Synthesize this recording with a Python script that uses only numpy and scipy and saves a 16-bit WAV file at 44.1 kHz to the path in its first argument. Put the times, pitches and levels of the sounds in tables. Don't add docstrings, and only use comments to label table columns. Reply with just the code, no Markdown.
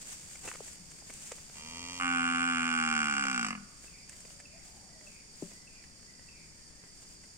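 import sys
import numpy as np
from scipy import signal
from scipy.fft import rfft, irfft, next_fast_len
from scipy.io import wavfile
from scipy.ndimage import uniform_filter1d, map_coordinates

SR = 44100
rng = np.random.default_rng(int(sys.argv[2]) if len(sys.argv) > 2 else 0)


def generate_wav(sig):
    pcm = np.round(np.clip(np.atleast_2d(sig).T, -1, 1) * 32767).astype(np.int16)
    wavfile.write(sys.argv[1], SR, pcm)


N = 325017
T = np.arange(N) / SR
SIZE = 2 * next_fast_len(N // 2 + SR // 2)
HZ = np.maximum(np.arange(SIZE // 2 + 1) * SR / SIZE, 1)

# f/Hz, likeness (1 = the same)
STEREO_LIKENESS = [(60, 0.93), (250, 0.69), (1000, 0), (2500, 0), (5000, 0.017), (15000, 0)]
# f/Hz, level/dB
AIR_COLOUR = [(25, -2), (60, -2), (118, -7.5), (169, -1.5), (230, -7.5), (480, -15), (700, -17),
              (1270, -21), (2200, -17), (2900, -23.5), (4000, -23.5)]
# f/Hz, width/Hz, level/dB, left minus right/dB
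INSECT_BANDS = [(4650, 510, 7.5, -1.5), (5535, 880, 5.5, -5.5), (6740, 510, 4.5, -10.5),
                (7170, 930, -1.5, -13.5), (8580, 1080, -2, 18), (10850, 530, -11, -4),
                (13800, 1900, -21, -10)]
# t/s of the peak, half length/s, level/dB
LEG_SWEEPS = [(0.022, 0.012, -44.5), (0.082, 0.039, -48), (0.124, 0.034, -44.5), (0.31, 0.38, -50),
              (0.475, 0.031, -43), (0.63, 0.19, -50.5), (0.95, 0.11, -54), (1.134, 0.091, -48.5),
              (1.23, 0.025, -49), (1.303, 0.11, -50), (1.625, 0.5, -53.5), (1.966, 0.059, -48.5),
              (3.853, 0.13, -55), (4.223, 0.17, -54), (4.707, 0.12, -57.5), (5.1, 0.092, -58),
              (5.46, 0.11, -52.5), (7.015, 0.04, -57.5), (7.115, 0.043, -55)]
# f/Hz, level/dB
BLADE_COLOUR = [(200, -30), (500, -6), (1200, -6), (2400, -2), (3700, -5), (5000, -5.5), (7200, 7.5),
                (8900, 4), (9800, -8), (15500, -17)]
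STEM_COLOUR = [(150, 16.5), (500, 19.5), (1000, 10), (2500, 9.5), (3800, -8), (5200, -4), (8000, 0.5),
               (10000, -16), (15500, -51)]
# t/s of the peak, fade/s,
# level/dB, treble tilt/(dB per octave), stem ring f/Hz
CRUNCHES = [(0.357, 0.0045, -46, 5.5, 2120), (.44, 0.0035, -53, 6, 1000), (.458, 0.01, -45, -0.5, 840),
            (0.478, 0.0039, -44.5, 2.5, 980), (0.488, 0.0058, -38, 4.5, 2630),
            (0.5403, 0.0022, -42, 5, 2100), (.552, 0.0025, -46.5, 1, 1300),
            (.557, 0.0022, -42.5, 3.5, 1210), (0.681, 0.0045, -49.5, 4, 1800),
            (0.919, 0.0045, -48, 7.5, 1980), (1.024, 0.004, -50.5, -1.5, 790),
            (1.102, 0.0041, -44, 1, 2260), (1.139, 0.0036, -42.5, 14, 3100),
            (1.275, 0.004, -42, 10, 7000), (1.32, 0.0038, -37.5, 5.5, 1250),
            (1.384, 0.0047, -50.5, 3.5, 1000), (1.58, 0.0043, -56, 3, 1490),
            (3.254, 0.0019, -34.5, 3, 2012), (3.845, .004, -51, 3, 2300), (4.096, 0.0035, -42, 8.5, 1696),
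            (4.132, 0.012, -53, 5, 1970), (4.206, 0.0015, -42.5, 11, 2820),
            (4.254, 0.0042, -49.5, 1.5, 2400), (4.306, 0.0017, -50, 4, 2880),
            (4.404, 0.0057, -47.5, 5, 1680), (5.013, .003, -53, 3, 2000), (5.517, 0.0047, -51.5, 2, 2100),
            (5.841, 0.003, -51, 4.5, 1785), (6.196, .002, -51, 3.5, 1800),
            (6.84, 0.0026, -49, -1.5, 1500), (7.24, 0.0049, -52, 5, 2040)]
# t/s, level/dB before the tone is shaped
STEM_CRACKS = [(.3565, -38), (.459, -33), (.4875, -33), (.5145, -31), (1.1375, -35), (1.141, -36),
               (1.3205, -36), (4.0945, -39), (4.2055, -36), (5.4227, -38)]
# t/s, level/dB, f/Hz, fade/s, extra pitch at the start as a multiple of f
DULL_KNOCKS = [(.5145, -34.5, 800, .007, 3.2), (.6045, -38, 410, .014, 2.2), (.797, -51, 180, .07, 2),
               (1.317, -38.5, 480, .018, 2.2), (5.4238, -29.5, 290, .013, 1.1)]
# t/s, f/Hz
COW_PITCH = [(1.55, 72.5), (1.64, 78.2), (1.8, 86.47), (1.94, 88.3), (2.056, 87.86), (2.188, 85.57),
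             (2.354, 84.9), (2.46, 85.96), (2.582, 83.5), (2.72, 82.9), (2.796, 80.75), (2.928, 78.87),
             (3.272, 66.98), (3.332, 63.68), (3.42, 58.76), (3.5, 46.42), (3.58, 39.98)]
# f/Hz, width/Hz, level/dB, left minus right/dB
NOSE_RESONANCES = [(88, 50, -6, 4), (170, 50, -4, 4), (470, 200, -9, 3), (700, 150, -13, 2),
                   (930, 130, -1.5, 0), (1160, 260, -4, -2), (2000, 200, -4, -3), (2380, 200, 0, -3),
                   (2790, 160, -1.5, -2), (3190, 150, -0.5, 0), (3740, 220, -10, 0), (4430, 220, -3.5, -2),
                   (4950, 400, -6, -4), (5400, 350, -7, -5), (6100, 420, -3.5, -6), (7050, 700, -5, -4),
                   (8500, 900, -12, 3)]
OPEN_MOUTH = [(91, 81, -18.5, 6), (204, 59, -9.5, 4), (390, 188, -17, 3.5), (792, 64.5, -2, -0.5),
              (910, 120, -13, 2), (1164, 153, 1.5, -1.5), (1318, 200, -1, -6), (1464, 126, 6.5, -4),
              (1640, 260, -4, -4), (2155, 420, -6.5, -7), (2397, 130, 0, -4.5), (2687, 64, -7.5, -11),
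              (2813, 150, -2, 0.5), (3270, 310, -10, 1)]
NARROW_MOUTH = [(500, 180, -16.5, 5), (750, 62, -7, -2), (1210, 320, 1.5, -1), (1760, 130, -3, 0),
                (2114, 190, -8, -13), (2470, 310, -6.5, -5), (2850, 270, -6, 1)]
TIGHT_FOLD_RASP = [(4150, 450, -9, -1), (4880, 400, -6, -4), (5450, 420, -7, -9), (6200, 500, -13, -9),
                   (6900, 350, -4.5, -10), (7300, 400, 0, -10), (8130, 400, 1, 4), (8620, 480, -3, 11)]
SLACK_FOLD_RASP = [(3800, 600, -6, 6), (4930, 580, 3, -5), (5500, 470, 0, -10.5), (6150, 450, -1.5, -12),
                   (7100, 700, 1, -10), (7980, 600, 3.5, 12), (8750, 500, -0.5, -3), (10600, 1100, -9, 0)]
# f/Hz, lead/radians
RIGHT_LEAD = [(60, 0.04), (250, 0.39), (700, 0.97), (1500, 1.94), (2800, 1.41), (4000, 3.84), (6000, 3.97),
              (7500, 2.3), (8600, 2.22)]
# t/s, relative chip level/dB, relative slur level/dB, fall/(Hz per s)
CHIP_CALLS = [(3.876, -56.5, -61.5, 2720), (4.452, -53, -63, 3300), (5.068, -52, -63, 2300),
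              (5.672, -54.5, -63, 2210), (6.284, -54.5, -61.5, 2593)]
# t/s of the middle, half length/s, top f/Hz, relative level/dB, hoarseness (0 to 1)
ANSWER_NOTES = [(4.24, 0.14, 626, -67, 0.31), (4.76, 0.39, 755, -64.5, 0.89)]
# t/s, half length/s, f/Hz, level/dB
FAR_WHISTLES = [(4.95, .07, 1940, -71), (5.56, .07, 2000, -68), (5.78, .06, 1970, -71),
                (6.1, .03, 2000, -64), (6.21, .03, 1920, -68), (6.6, .015, 1750, -67),
                (6.75, .015, 1780, -68), (6.82, .04, 1990, -67)]
# f/Hz, level/dB, time to fade by 60 dB/s
THUMP_TONES = [(178, -36, .12), (210, -47, .24), (385, -46, .15), (580, -50, .13)]

HUM_STARTS_S, MOUTH_OPENS_S, SLACKENS_S, FULLY_SLACK_S = 1.53, 1.9995, 2.55, 3.33
MOUTH_NARROWS_S, RASP_ENDS_S, VOICE_ENDS_S, THROAT_ENDS_S = 3.44, 3.54, 3.592, 3.685
HUM_DB_PER_OCTAVE = 30


def from_db(db):
    return 10 ** (np.asarray(db) / 20)


def rms_one(x):
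    return x / np.sqrt(np.mean(x ** 2) + 1e-20)


def evened(x, size=2200):
    power = np.mean(np.atleast_2d(x) ** 2, axis=0)
    smooth_power = uniform_filter1d(uniform_filter1d(power, size=size), size=size)
    return x / np.sqrt(np.abs(smooth_power) + 1e-14)


def between(start, end, attack, release):
    return np.clip((T - start) / attack, 0, 1) * np.clip((end - T) / release, 0, 1)


def arch(centre, half_length):
    return np.exp(-np.minimum(((T - centre) / half_length) ** 2, 50))


def burst(start, fade_s):
    return np.exp(-np.clip((T - start) / fade_s, 0, 50)) * (T > start)


def drift(per_s):
    points = rng.standard_normal(4000)
    return rms_one(np.interp(T * per_s, np.arange(len(points)), points))


def tone(hz, db):
    return np.sqrt(2) * from_db(db) * np.sin(2 * np.pi * np.cumsum(hz) / SR)


def at_hz(points):
    hz, value = np.transpose(points)
    return np.interp(np.log(HZ), np.log(hz), value)


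def filtered(x, response):
    return irfft(rfft(x, SIZE) * response, SIZE)[..., :N]


def resonance(hz, centre, width):
    return 1 / (1 + 1j * centre / width * (hz / centre - centre / hz)) ** 2


def resonances(rows):
    power = 1e-9
    for hz, width, db, pan in rows:
        sides = from_db([[db + pan / 2], [db - pan / 2]])
        power = power + sides ** 2 / (1 + (hz / width * (HZ / hz - hz / HZ)) ** 2) ** 2
    cepstrum = irfft(np.log(power.mean(axis=0)) / 2)
    cepstrum[SIZE // 2:] = 0
    quickest_phase = 2 * rfft(cepstrum).imag
    return np.sqrt(power) * np.exp(1.25j * quickest_phase)


def blend(x, first, second, share, stretch):
    clock, samples = np.cumsum(stretch), np.arange(N)
    warped = map_coordinates(x, [np.interp(samples, clock, samples)], order=3)

    def through(rows):
        sides = filtered(warped, resonances(rows))
        return evened(np.array([map_coordinates(side, [clock], order=3) for side in sides]))

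    return evened(np.sqrt(1 - share) * through(first) + np.sqrt(share) * through(second))


def right_delayed(x, delay_s):
    return np.array([x, np.interp(T - delay_s, T, x)])


def stereo_noise():
    mid, side = rng.standard_normal((2, N))
    alike = at_hz(STEREO_LIKENESS)
    return filtered(mid, np.sqrt(1 + alike)) + filtered(side, np.sqrt(1 - alike)) * [[1], [-1]]


def crackle(per_s, hiss, spread_db=2.5):
    sizes = from_db(spread_db * np.minimum(rng.exponential(1, (2, N)), 5)) * rng.choice([-1, 1], (2, N))
    snaps = sizes * (rng.random(N) < per_s / SR)
    return rms_one(rms_one(snaps) + hiss * rms_one(stereo_noise()))


def grove(x, t60=0.91, low_hz=500, dull_hz=3500):
    t = T[:SR]
    tail = rng.standard_normal((2, SR)) * from_db(-60 * t / t60) * np.minimum(t / 0.005, 1)
    response = rfft(rms_one(tail) / np.sqrt(SR), SIZE)
    return filtered(x, response / (1 + (HZ / dull_hz) ** 2) / (1 + (low_hz / HZ) ** 2))


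def herd_stir(t):
    return np.interp(t, [1.5, 5.5], [1, 0])


def air(level_db=-58.5, stir_db=1.0):
    lean_db = np.array([[4], [-4]]) / (1 + HZ / 400)
    colour = from_db(at_hz(AIR_COLOUR) + lean_db) / (1 + (HZ / 4500) ** 8)
    return from_db(level_db + stir_db * herd_stir(T)) * rms_one(filtered(stereo_noise(), colour))


def insects(level_db=-57):
    chorus = rms_one(filtered(rng.standard_normal((2, N)), resonances(INSECT_BANDS)))
    return chorus * from_db(level_db + 0.51 * drift(18))


def cricket(level_db=-59, chirps_per_s=22.4, pitch_hz=4890, droop_hz=170):
    strokes = 3 * np.cumsum(chirps_per_s * (1 + .015 * drift(3))) / SR
    wing = np.sin(np.pi * strokes) ** 2 * (np.floor(strokes) % 3 < 2)
    hz = pitch_hz - droop_hz * (strokes % 1 - .5) + 60 * drift(400)
    chirp = wing * tone(hz, level_db + 1.8 * drift(40) + 1.2 * drift(3))
    return right_delayed(chirp, .00045) + 0.3 * grove(chirp)


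def grass(rustle_db=-63.5):
    sweep_power = sum((from_db(db) * arch(s, half)) ** 2 for s, half, db in LEG_SWEEPS)
    level = np.sqrt(from_db(rustle_db) ** 2 + sweep_power)
    catching = from_db(drift(30) + 1.3 * drift(250))
    blades = filtered(crackle(per_s=5000, hiss=1.0), from_db(at_hz(BLADE_COLOUR)))
    return level * catching * rms_one(blades)


def crunches(stereo_width=0.43):
    mid, side = crackle(per_s=1200, hiss=0.55)
    crunch = filtered(mid + stereo_width * side * [[1], [-1]], from_db(at_hz(STEM_COLOUR)))
    out = np.zeros((2, N))
    for s, fade, db, tilt, stem_hz in CRUNCHES:
        span = np.abs(T - s) < .12
        t = T[span] - s
        hz = np.maximum(np.fft.rfftfreq(len(t), 1 / SR), 100)
        colour = from_db(tilt * np.log2(hz)) * (1 + 1.3 * resonance(hz, stem_hz, width=400))
        swell = np.exp(-np.abs(t) / fade)
        step = irfft(rfft(crunch[:, span]) * colour, len(t)) * swell
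        out[:, span] += from_db(db) * rms_one(step) * np.sqrt(np.mean(swell ** 2))
    return out


def cracks():
    ticks = sum(from_db(db) * burst(s, fade_s=.0005) for s, db in STEM_CRACKS)
    colour = from_db(at_hz(STEM_COLOUR)) * HZ ** 1.5
    return filtered(ticks * rng.standard_normal((2, N)), colour / colour.max())


def twigs(per_s=2.5, level_db=-61, spread_db=6, stir_db=6):
    snaps = np.zeros(N)
    for when, strength in rng.random((int(per_s * T[-1]), 2)):
        s = when * T[-1]
        db = level_db + spread_db * (strength - .5) + stir_db * herd_stir(s)
        snaps += from_db(db) * burst(s, fade_s=.0041)
    colour = from_db(at_hz(STEM_COLOUR)) * np.sqrt(HZ)
    return snaps * rms_one(filtered(rng.standard_normal(N), colour))


def knocks(droop_s=0.0011, thump_at_s=5.4287):
    out = np.zeros(N)
    for s, db, hz, fade, droop in DULL_KNOCKS:
        t = np.clip(T - s, 0, 2 * fade)
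        cycles = hz * (t + droop * droop_s * (1 - np.exp(-t / droop_s)))
        level = from_db(db - 60 * t / fade) * 20 * t / fade
        out += level * np.sin(2 * np.pi * cycles)
    for hz, db, t60 in THUMP_TONES:
        t = np.clip(T - thump_at_s, 0, 2 * t60)
        out += from_db(db - 60 * t / t60) * np.sin(2 * np.pi * hz * t)
    bass_cut = signal.butter(2, 130, "high", fs=SR, output="sos")
    return signal.sosfilt(bass_cut, out + 1e-18) * from_db([[2.5], [-2.5]])


def vocal_folds(pitch, slack, puff_peak_cycles=.1615):
    cycles = np.cumsum(pitch) / SR
    cycles -= np.interp(MOUTH_OPENS_S, T, cycles)
    staircase = np.floor(cycles) + np.clip(cycles % 1 * SR / pitch, 0, 1)
    snaps = np.diff(staircase, prepend=staircase[0])
    snaps = rms_one(snaps * from_db((.87 + .8 * slack) * drift(73)))
    puff_age = cycles % 1 / puff_peak_cycles
    puffs = rms_one(rng.standard_normal(N) * (.12 + puff_age * np.exp(1 - puff_age)))
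    return cycles, snaps, puffs


def throat_boom(pitch, cycles, effort, shut, centre_hz=251.7, hz_per_octave=35.3, evening=.091):
    centre = centre_hz + hz_per_octave * effort
    boom = 0
    for k in range(2, 7):
        overtone = resonance(k * pitch, centre, width=60) * np.exp(2j * np.pi * k * cycles)
        boom = boom + np.sqrt(2) * overtone.real * 3 / k
    boom = (1 - evening) * boom + evening * evened(boom)
    db = -38 + 3 * effort + shut * (-17.5 + HUM_DB_PER_OCTAVE * effort)
    gate = between(HUM_STARTS_S, THROAT_ENDS_S, .035, release=.14)
    return boom * from_db(db) * gate * from_db([[2], [-2]])


def nose_hum(snaps, puffs, effort, level_db=-45):
    hum = evened(filtered(snaps + .22 * puffs, resonances(NOSE_RESONANCES)))
    gate = between(HUM_STARTS_S, MOUTH_OPENS_S + .02, .035, release=.035)
    return hum * from_db(level_db + HUM_DB_PER_OCTAVE * effort) * gate


def mouth_voice(snaps, puffs, effort, slack, shut, stretch, ring_hz=1446, hiss_above_hz=1700):
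    narrow = np.maximum(shut, np.clip((T - MOUTH_NARROWS_S) / .02, 0, 1))
    hiss = filtered(puffs, .35 + .65 / (1 + (hiss_above_hz / HZ) ** 8))
    breathiness = .36 + .25 * slack + .3 * slack * narrow
    voice = blend(snaps + breathiness * hiss, OPEN_MOUTH, NARROW_MOUTH, narrow, stretch)
    ring = evened(filtered(voice, resonance(HZ, ring_hz, width=75)), size=700)
    voice += ring * (.2 + .22 * slack) * (1 - narrow)
    gate = between(MOUTH_OPENS_S - .001, VOICE_ENDS_S, .002, release=.081)
    return voice * from_db(-31.5 + 5.5 * effort - 2 * narrow) * gate


def rasp(snaps, puffs, slack, stretch, level_db=-45, growth_db=3.5):
    buzz = blend(snaps + puffs, TIGHT_FOLD_RASP, SLACK_FOLD_RASP, slack, stretch)
    db = level_db + np.interp(T, [MOUTH_OPENS_S, FULLY_SLACK_S], [0, growth_db])
    return buzz * from_db(db) * between(MOUTH_OPENS_S - .001, RASP_ENDS_S, .0019, release=.06)


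def cow(full_effort_hz=85, lips_part_s=.027, swell_db=1.3):
    pitch = np.interp(T, *np.transpose(COW_PITCH))
    effort = np.log2(pitch / full_effort_hz)
    slack = np.interp(T, [SLACKENS_S, FULLY_SLACK_S], [0, 1]) ** 2
    pitch *= 1 + (.0025 + .005 * slack) * drift(70) + .001 * drift(12)
    cycles, snaps, puffs = vocal_folds(pitch, slack)
    shut = np.exp(-np.maximum(T - MOUTH_OPENS_S, 0) / lips_part_s)
    stretch = 1 + .022 * effort + .003 * drift(4)
    mouth = mouth_voice(snaps, puffs, effort, slack, shut, stretch) + rasp(snaps, puffs, slack, stretch)
    mouth *= from_db(swell_db * arch(2.94, .17))
    call = throat_boom(pitch, cycles, effort, shut) + nose_hum(snaps, puffs, effort) + mouth
    return filtered(call, np.exp(.5j * at_hz(RIGHT_LEAD) * [[-1], [1]]))


def bird(pitch_hz=2600.0, chip_drop_hz=130, chip_peak_s=.006, slur_peak_s=.09):
    hz, chips, slurs = np.full(N, pitch_hz), 0, 0
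    for s, chip_db, slur_db, fall in CHIP_CALLS:
        since = np.maximum(T - s, 0)
        chip_drop = chip_drop_hz * np.exp(-since / chip_peak_s)
        glide = pitch_hz + chip_drop - fall * np.minimum(since, 2 * slur_peak_s)
        husky = np.clip(1.5 * since, .01, .07)
        hz = np.where(T >= s, glide * (1 + husky * drift(600)), hz)
        chips = chips + from_db(chip_db) * arch(s + chip_peak_s, .74 * chip_peak_s)
        slurs = slurs + from_db(slur_db) * arch(s + slur_peak_s, .92 * slur_peak_s)
    whistle = tone(hz, 0)
    echo = grove((1.1 * chips + 1.4 * slurs) * whistle, t60=.55)
    return (chips + .7 * slurs) * whistle + echo


def far_answer(sag=.26, waver_hz=115, flutter_db=3):
    call = 0
    for s, half, top_hz, db, hoarse in ANSWER_NOTES:
        height = arch(s, .22)
        hz = top_hz * (1 - sag * (1 - height)) + waver_hz * hoarse * height * drift(220)
        swell = arch(s, half) * between(s - 1.4 * half, s + half, .042, release=.063)
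        call = call + tone(hz, db + flutter_db * drift(25)) * swell
    return .62 * call + grove(call, t60=.79)


def far_bird(echo_db=4.5, waver=.02):
    song = sum(arch(s, half) * tone(hz * (1 + waver * drift(120)), db)
               for s, half, hz, db in FAR_WHISTLES)
    return right_delayed(song, .00017) + from_db(echo_db) * grove(song, t60=.7)


def scene(scatter_db=-10, echo_db=-13):
    near = cow() + crunches() + cracks() + twigs() + knocks()
    scatter = from_db(scatter_db) * grove(near, t60=.13, low_hz=900, dull_hz=6000)
    echo = from_db(echo_db) * grove(near, t60=.95, low_hz=400)
    around = grass() + far_answer() + bird() + far_bird() + insects() + cricket() + air()
    return near + scatter + echo + around


def record(dry, cutoff_hz=15750):
    return signal.sosfilt(signal.ellip(10, .1, 80, cutoff_hz, fs=SR, output="sos"), dry)


dry = scene()
out = record(dry)
generate_wav(out)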